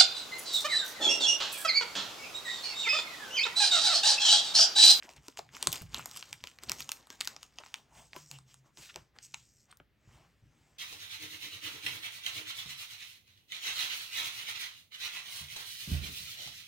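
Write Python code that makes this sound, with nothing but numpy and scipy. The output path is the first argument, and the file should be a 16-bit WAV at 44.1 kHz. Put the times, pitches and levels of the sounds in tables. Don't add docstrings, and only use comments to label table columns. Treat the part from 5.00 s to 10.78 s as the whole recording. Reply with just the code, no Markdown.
import sys
import numpy as np
from scipy import signal
from scipy.fft import rfft, irfft, next_fast_len
from scipy.io import wavfile
from scipy.ndimage import uniform_filter1d

SR = 44100
rng = np.random.default_rng(int(sys.argv[2]) if len(sys.argv) > 2 else 0)


def master_out(mix):
    frames = np.transpose(np.atleast_2d(mix))
    ceiling = np.clip(frames, -1, 1)
    pcm = np.round(ceiling * 32767).astype(np.int16)
    wavfile.write(sys.argv[1], SR, pcm)


N = 255025
TIME = np.arange(N) / SR
BAG_DOWN_S = 2.8


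def amp(db):
    return 10 ** (np.asarray(db) / 20)

def unit(x):
    return x / np.sqrt(np.mean(x ** 2) + 1e-20)

def pulse(x):
    return x * np.sqrt(SR / 1000 / np.sum(x ** 2))

def along(points, hz):
    f, value = np.transpose(points)
    return np.interp(np.log(hz + 1), np.log(f), value)

def add(track, s, x):
    part = track[..., max(round(s * SR), 0):][..., :x.shape[-1]]
    part += x[..., :part.shape[-1]]

def filtered(x, response):
    size = next_fast_len(N + SR // 2)
    return irfft(rfft(x, size) * response(np.fft.rfftfreq(size, 1 / SR)), size)[..., :N]

def coloured(x, spectrum):
    return unit(filtered(x, lambda hz: amp(along(spectrum, hz))))

def band(x, hz, octaves, order):
    edges = np.clip(hz * 2 ** (np.array([-.5, .5]) * octaves), 20, SR / 2 - 500)
    return signal.sosfilt(signal.butter(order, edges, "band", fs=SR, output="sos"), x)

def swells(rows, rise_share, roundness):
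    power = np.zeros(N)
    for s, length, db in rows:
        near = slice(max(int((s - 2 * length) * SR), 0), int((s + 2 * length) * SR))
        offset = (TIME[near] - s) / length
        distance = np.maximum(-offset / rise_share, offset / (1 - rise_share))
        power[near] += amp(db - 10 * distance ** roundness) ** 2
    return np.sqrt(power)

def stick_slip(per_s, spread_db, smooth):
    slips = (rng.random(N) < per_s / SR) * rng.choice([-1, 1], N)
    size = amp(spread_db * np.minimum(rng.exponential(size=N), 4))
    return unit(slips * size) + smooth * rng.standard_normal(N)

def drifting(x, depth_db=2.3):
    spectra = signal.stft(x, nperseg=512)[2]
    drift = rng.standard_normal(spectra.shape)
    for axis in (0, 1, 0, 1):
        drift = uniform_filter1d(drift, size=7, axis=axis)
    return signal.istft(spectra * amp(depth_db * unit(drift)), nperseg=512)[1][:N]

def ring(modes, t):
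    hz, db, t60 = np.transpose(modes)[:, :, None]
    gain = amp(db + 2 * rng.standard_normal(hz.shape))
    phase = .8 * rng.standard_normal(hz.shape)
    partials = gain * np.sin(2 * np.pi * hz * t + phase) * amp(-60 * t / t60)
    return np.sum(partials, 0) / np.linalg.norm(gain)

def burst(hz, octaves, life_s, order):
    t = np.arange(SR // 40) / SR
    noise = rng.standard_normal(len(t)) * t * np.exp(-t / life_s)
    return pulse(band(noise, hz, octaves, order))

def flip(hz, life_s):
    t = np.arange(SR // 40) / SR
    return pulse(t * np.exp(-t / life_s) * np.sin(2 * np.pi * (hz * t + rng.random())))


# f/Hz, relative level/dB
AIR_SPECTRUM = [(22, -23), (40, 1), (60, 6.5), (125, 2.5), (250, -4.5), (500, -10), (1000, -19),
                (1900, -12.5), (4000, -20.5), (8000, -36.5), (12000, -28.5), (16000, -30)]
def room_air():
    noise = rng.standard_normal(N) + 0.5 * rng.standard_normal((2, N))
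    return amp(-73.5) * coloured(noise, AIR_SPECTRUM)

# t/s, f/Hz, level/dB
DRONE_COURSE = [(3.18, 151.8, -69), (3.26, 147.4, -67), (3.39, 133, -57), (3.46, 131, -64),
                (3.54, 129, -80.5), (3.59, 133.7, -65.5), (3.65, 130.2, -62.5), (3.72, 128.6, -96)]
def drone(waver_depth=0.33):
    times, hz, db = np.transpose(DRONE_COURSE)
    phase = 2 * np.pi * np.cumsum(np.interp(TIME, times, hz)) / SR
    gain = amp(np.interp(TIME, times, db)) * (TIME > times[0]) * (TIME < times[-1])
    waver = unit(filtered(rng.standard_normal(N), lambda f: np.exp(-(f / 20) ** 2)))
    return np.sqrt(2) * gain * (1 + waver_depth * waver) * np.sin(phase)

# f/Hz, T60/s, relative level/dB, side-to-mid ratio
ROOM_RESPONSE = [(123, 0.15, -2, 0.5), (300, 0.037, 6, .8), (900, 0.24, 0, 0.91), (2480, 0.088, 4, 0.5),
                 (4540, 0.35, -7, 0.2), (7920, 0.25, -3, 0.1), (15110, 0.16, 4, 0)]
def reverberation(x, gap_s):
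    out, step = np.zeros((2, N)), SR // 5
    for start in range(0, N, step):
        hz, t, spectra = signal.stft(rng.standard_normal((2, SR // 2)), SR, nperseg=256)
        t60, db, spread = (along(np.array(ROOM_RESPONSE)[:, [0, k]], hz)[:, None] for k in (1, 2, 3))
        spectra = spectra * amp(db - 60 * t / t60) * np.array([np.ones_like(spread), spread])
        mid, side = signal.istft(spectra, SR, nperseg=256)[1]
        tail = np.array([mid + side, mid - side]) / np.linalg.norm(mid)
        add(out, start / SR + gap_s, signal.fftconvolve(x[None, start:start + step], tail, axes=1))
    return out

# peak t/s, length/s, level/dB
DESK_SWELLS = [(0.18, 0.052, -59.5), (0.44, 0.24, -63.5), (0.688, .04, -50.5), (0.75, .06, -59),
               (0.85, 0.11, -51.5), (0.95, 0.18, -54), (1.32, 0.12, -63), (1.435, 0.027, -54.5),
               (1.68, 0.12, -58.5), (1.825, 0.078, -59), (2.24, 0.24, -68.5), (2.98, 0.21, -63),
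               (3.35, 0.24, -67), (3.8, 0.059, -61), (3.995, 0.038, -54.5), (4.345, 0.09, -64.5),
               (5.15, 0.14, -62.5), (5.46, 0.077, -62.5), (5.6, .1, -67.5)]
# f/Hz, relative level/dB
RUMBLE_SPECTRUM = [(20, -28.5), (40, -14.5), (58, 4.5), (85, -4.5), (140, 3.5), (200, -11), (320, -18),
                   (700, -51.5)]
def desk_rumble(rest_db=-78):
    gain = np.hypot(swells(DESK_SWELLS, rise_share=0.3, roundness=1), amp(rest_db))
    return gain * coloured(rng.standard_normal(N), RUMBLE_SPECTRUM)

# f/Hz, relative level/dB, T60/s
TOP_MODES = [(277, 2.5, 0.067), (367.7, 6, .035), (505, -12, 0.081), (574, -1, 0.031), (664, -7.5, 0.017),
             (810, -7.5, 0.01), (992, -2, 0.05), (970, -13, 0.036), (1333, -3, 0.032), (1430, -17, .03)]
FRAME_MODES = [(55, -10, 0.35), (96, 0.5, 0.15), (123, -3, 0.18), (167, 1, 0.13), (223.6, -13.5, 0.027)]
# t/s, level/dB, contact f/Hz, relative thud level/dB
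HAND_KNOCKS = [(.2835, -40, 480, -26), (.392, -38, 614, -24), (.6725, -30, 584, -7), (0.815, -46, 356, 9.5),
               (.978, -39, 600, -16), (1.439, -41.5, 790, -16), (1.636, -46.5, 400, -18),
               (1.698, -39, 770, -6), (2.104, -46.5, 324, -14.5), (3.165, -36.5, 840, -22),
               (3.961, -41, 530, -12), (4.803, -50, 326.3, -8.5), (5.075, -72.5, 278, 24),
               (5.425, -71, 337, 21)]
def desk_knocks():
    out, t = np.zeros(N), np.arange(SR // 2) / SR
    slow_onset, fast_onset = 1 - np.exp(-t / .003), 1 - np.exp(-t / .0007)
    for s, db, contact_hz, thud_db in HAND_KNOCKS:
        top = ring([(f, level - 9 * np.log2(f / contact_hz) ** 2, t60) for f, level, t60 in TOP_MODES], t)
        tilt = 5 * np.log2(contact_hz / 600)
        thud = ring([(f, level + tilt * np.log2(f), t60) for f, level, t60 in FRAME_MODES], t)
        add(out, s, amp(db) * (fast_onset * top + amp(thud_db) * slow_onset * thud))
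    return out

# middle t/s, half-length/s, f/Hz, width/octaves, level/dB
NOISE_SWELLS = [(0.087, .02, 776, 0.55, -54.5), (.393, 0.0073, 629, .9, -38.5),
                (0.957, 0.022, 2850, 0.28, -46), (0.995, 0.053, 2500, 0.37, -53.5),
                (1.166, 0.029, 3080, 0.13, -57.5), (1.69, 0.0072, 3820, 0.81, -44.5),
                (2.262, 0.1, 2070, 0.46, -59.5), (2.61, 0.02, 705, 1.2, -55), (2.982, 0.13, 800, 0.63, -64),
                (3.161, 0.02, 775, 1.04, -51.5), (3.355, 0.028, 2820, 0.27, -58),
                (3.9, 0.017, 2240, 1.4, -51), (3.968, 0.018, 560, 0.86, -52.5),
                (4.713, .008, 3700, 0.5, -57.5), (4.715, .006, 8700, .17, -57.5)]
def noise_swells():
    out = np.zeros(N)
    for s, half_length, hz, octaves, db in NOISE_SWELLS:
        swell = np.hanning(round(2 * half_length * SR))
        noise = unit(band(rng.standard_normal(len(swell)), hz, octaves, order=2))
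        add(out, s - half_length, amp(db) * swell * noise)
    return out

# t/s, length/s, level/dB
HOOK_PASSES = [(3.0, 0.16, -67), (3.235, 0.19, -64), (3.53, 0.13, -75), (4.245, 0.048, -56.5),
               (4.455, 0.4, -70)]
# f/Hz, relative level/dB
SIZZLE_SPECTRUM = [(2500, -41), (4300, -13), (5500, -2.5), (6800, -4), (8300, -3), (9200, -25),
                   (12000, -17), (16500, -27)]
def hook_sizzle():
    slips = stick_slip(per_s=8000, spread_db=8, smooth=0.32)
    gain = swells(HOOK_PASSES, rise_share=0.46, roundness=15)
    return gain * coloured(drifting(slips), SIZZLE_SPECTRUM)

# peak t/s, length/s, fibre level/dB, skin level/dB
FINGER_STROKES = [(0.043, 0.047, -55, -60.5), (0.108, 0.086, -62, -62.5), (0.168, 0.021, -56.5, -57),
                  (0.261, 0.089, -62, -67), (0.381, 0.024, -51, -62.5), (0.4, 0.1, -79, -66),
                  (0.55, 0.057, -53.5, -54.5), (0.625, .08, -50, -50), (0.741, 0.087, -45, -49),
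                  (0.823, 0.028, -60.5, -61.5), (0.965, 0.094, -49.5, -50), (1.07, 0.2, -57.5, -60),
                  (1.16, 0.15, -52, -61.5), (1.29, .1, -59.5, -60), (1.456, 0.19, -61.5, -72.5),
                  (1.632, 0.027, -51.5, -55), (1.707, 0.095, -53.5, -50.5), (1.802, 0.052, -44, -58),
                  (1.907, 0.18, -58.5, -62), (2.126, .07, -58, -60), (2.208, 0.075, -61.5, -61.5),
                  (2.304, 0.12, -64, -59), (2.429, 0.051, -58.5, -64.5), (2.59, 0.11, -67, -65),
                  (2.661, 0.12, -62.5, -64), (2.77, 0.073, -62.5, -69), (2.856, 0.16, -83, -72.5),
                  (2.982, .13, -59.5, -64.5), (3.173, 0.096, -55, -61.5), (3.337, 0.072, -57, -61),
                  (3.507, 0.096, -64.5, -70), (3.666, 0.068, -74.5, -70.5), (3.787, 0.04, -54.5, -59.5),
                  (3.833, 0.096, -49.5, -66.5), (3.965, 0.094, -66.5, -61.5), (4.163, 0.039, -72.5, -63.5),
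                  (4.237, 0.093, -61.5, -83), (4.374, 0.13, -64.5, -85), (4.703, 0.057, -73, -67),
                  (5.144, 0.24, -69, -65), (5.638, 0.58, -75.5, -73.5)]
def finger_gain(column, grip_db):
    strokes = swells(np.array(FINGER_STROKES)[:, [0, 1, column]], rise_share=0.36, roundness=1.2)
    return np.hypot(strokes, amp(grip_db) * (TIME < BAG_DOWN_S))

# f/Hz, relative level/dB
SKIN_SPECTRUM = [(100, -18.5), (220, 1), (400, -3), (600, -5), (800, -2.5), (1100, -4), (1500, -7.5),
                 (2200, -7), (3500, -13.5), (8000, -35.5)]
def skin_rub():
    return coloured(drifting(stick_slip(per_s=1200, spread_db=3.5, smooth=1)), SKIN_SPECTRUM)

# f/Hz, relative level/dB
FIBRE_SPECTRUM = [(600, -32.5), (1300, -7), (2000, -5), (2800, 1), (4000, -3), (5500, 1.5), (7700, 0),
                  (9500, -6.5), (11500, -10), (13200, -16), (15200, -9), (16500, -28.5)]
def fibre_crackle():
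    on_film = unit(stick_slip(per_s=900, spread_db=4.2, smooth=.65))
    in_tuft = unit(stick_slip(per_s=4000, spread_db=3.5, smooth=1.1))
    return coloured(drifting(np.where(TIME < BAG_DOWN_S, on_film, in_tuft)), FIBRE_SPECTRUM)

def bag_crinkle(fibre_gain, per_s=90, lowest_hz=2300, octaves=1.85, range_db=13.5):
    out = np.zeros(N)
    for when, pitch, size in rng.random((round(per_s * BAG_DOWN_S), 3)):
        s = when * BAG_DOWN_S
        tick = flip(lowest_hz * 2 ** (octaves * pitch), life_s=.00018)
        add(out, s, fibre_gain[int(s * SR)] * amp(range_db * size ** 2) * tick)
    return out

# t/s, level/dB, tick f/Hz, relative flex level/dB, relative sparkle level/dB
BUCKLES = [(0.0246, -39, 2430, -9, -39), (0.0915, -43, 3960, -18, -17), (0.283, -37.5, 4940, -7.5, -10),
           (0.373, -36.5, 4400, -8.5, -20), (0.3884, -41.5, 4470, -21, -5), (0.3915, -35, 3630, -12, -18),
           (0.4904, -50.5, 2000, -25, -34), (0.5669, -40.5, 4120, -0.5, -6.5),
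           (0.627, -22.5, 5960, -13.5, -10), (0.6714, -14, 6200, -11, -20), (0.7188, -33, 5240, -23, -13),
           (0.728, -25.5, 5360, -24, -0.5), (0.731, -28.5, 5170, -24, -3.5),
           (0.7438, -36.5, 3200, -11.5, -14), (0.7576, -33.5, 4670, -18, -7), (0.82, -46, 7020, -2.5, 7.5),
           (0.945, -24, 3970, -12.5, -16), (0.9939, -41, 2450, 5, -4), (1.058, -31, 7250, -7.5, -25),
           (1.1129, -42.5, 4940, -17, -5), (1.162, -43.5, 3900, -1.5, 0), (1.1719, -34, 7400, -15, -13),
           (1.2264, -34, 2790, -14.5, -20), (1.3287, -29.5, 4700, -16.5, -14),
           (1.439, -32.5, 4100, -10, -14), (1.472, -35.5, 3970, -19, -15), (1.587, -43.5, 3200, -11.5, -16),
           (1.6356, -37.5, 5100, -8.5, -7.5), (1.6956, -23, 4900, -20, -8.5),
           (1.7179, -22.5, 4530, -12, -8), (1.8059, -40, 4580, 0, 3), (1.8917, -28.5, 5100, -8.5, -15),
           (1.9181, -25.5, 5150, -15, -4.5), (2.0705, -51, 6500, -1.5, -11.5), (2.1031, -37, 4060, -9, -13),
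           (2.2062, -29, 5500, -12, -26), (2.21, -22, 4620, -18, -16), (2.2475, -38.5, 5700, -25, -10),
           (2.2537, -40, 6300, -12, -4), (2.2743, -23.5, 5940, -10.5, -13),
           (2.3641, -37.5, 4400, -8.5, -24), (2.4299, -38, 5030, -10, -20), (2.5856, -34, 3560, -10, -28),
           (2.636, -45, 2140, -1, -36), (2.6622, -47.5, 3900, 0, -16), (2.7416, -27.5, 4470, -12.5, -20),
           (2.952, -56, 3400, -3, -26), (3.1323, -38.5, 2860, -12, -39), (3.1634, -40, 3150, -2, -6),
           (3.3134, -35, 5100, -14, -11), (3.3869, -47, 4860, -3.5, -28), (3.5422, -47, 5940, -8.5, -14.5),
           (3.7726, -44.5, 3500, -11, -17), (3.943, -46.5, 2980, -19, -21), (3.9595, -33.5, 4540, -4, -15),
           (4.1868, -41, 3570, -9.5, -35), (4.2482, -53.5, 6200, -16, -11), (4.3397, -41.5, 3240, -14, -23),
           (4.3433, -29.5, 4630, -10.5, -41), (4.714, -56, 4640, -18, -9.5), (4.726, -47.5, 2140, -14, -18),
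           (4.7716, -55, 8640, -18, 1.5), (4.8002, -54.5, 2380, 5.5, -27)]
def snaps():
    out = np.zeros(N)
    for s, db, hz, flex_db, sparkle_db in BUCKLES:
        crack = burst(0.89 * hz, octaves=1.855, life_s=.00033, order=4) + 0.23 * flip(hz, life_s=.000047)
        add(out, s, amp(db) * pulse(crack))
        add(out, s - .0005, amp(db + sparkle_db) * burst(12300, octaves=0.6, life_s=.00048, order=3))
        add(out, s, amp(db + flex_db) * burst(1064, octaves=0.99, life_s=.00071, order=2))
        if s < BAG_DOWN_S:
            for wait, pitch, size in rng.standard_normal((2, 3)):
                tick = burst(hz * 2 ** (.5 * pitch), octaves=0.77, life_s=.0003, order=2)
                add(out, s + .008 * np.exp(.5 * wait), amp(db - 21 + 3.5 * size) * tick)
    return out

def scene():
    fibre_gain, skin_gain = finger_gain(column=2, grip_db=-79), finger_gain(column=3, grip_db=-74.5)
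    rustle = noise_swells() + hook_sizzle() + skin_gain * skin_rub() + fibre_gain * fibre_crackle()
    direct = desk_rumble() + desk_knocks() + rustle + bag_crinkle(fibre_gain) + snaps()
    return room_air() + drone() + amp(-10.5) * reverberation(direct, gap_s=.0028) + direct

# f/Hz, lead of the left/rad
PORT_LEAD = [(500, 0), (1500, -.1), (3900, -.5), (6000, -.2), (7750, -.5), (8600, .2), (9500, 2.1),
             (10300, 3.2), (11600, 5.6), (12900, 7.9), (13950, 9.5), (15100, 11.7), (16000, 12.6)]
# f/Hz, left minus right level/dB
PORT_LEVEL = [(120, 0), (280, 1.4), (900, 1.8), (1500, 2.6), (2300, -.6), (4000, .1)]
def record(dry, cutoff_hz=16500):
    sides = np.array([[.5], [-.5]])
    def response(hz):
        ports = amp(sides * along(PORT_LEVEL, hz)) * np.exp(1j * sides * along(PORT_LEAD, hz))
        return ports / np.sqrt(1 + (hz / cutoff_hz) ** 160)
    return filtered(dry, response)


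dry = scene()
out = record(dry)
master_out(out)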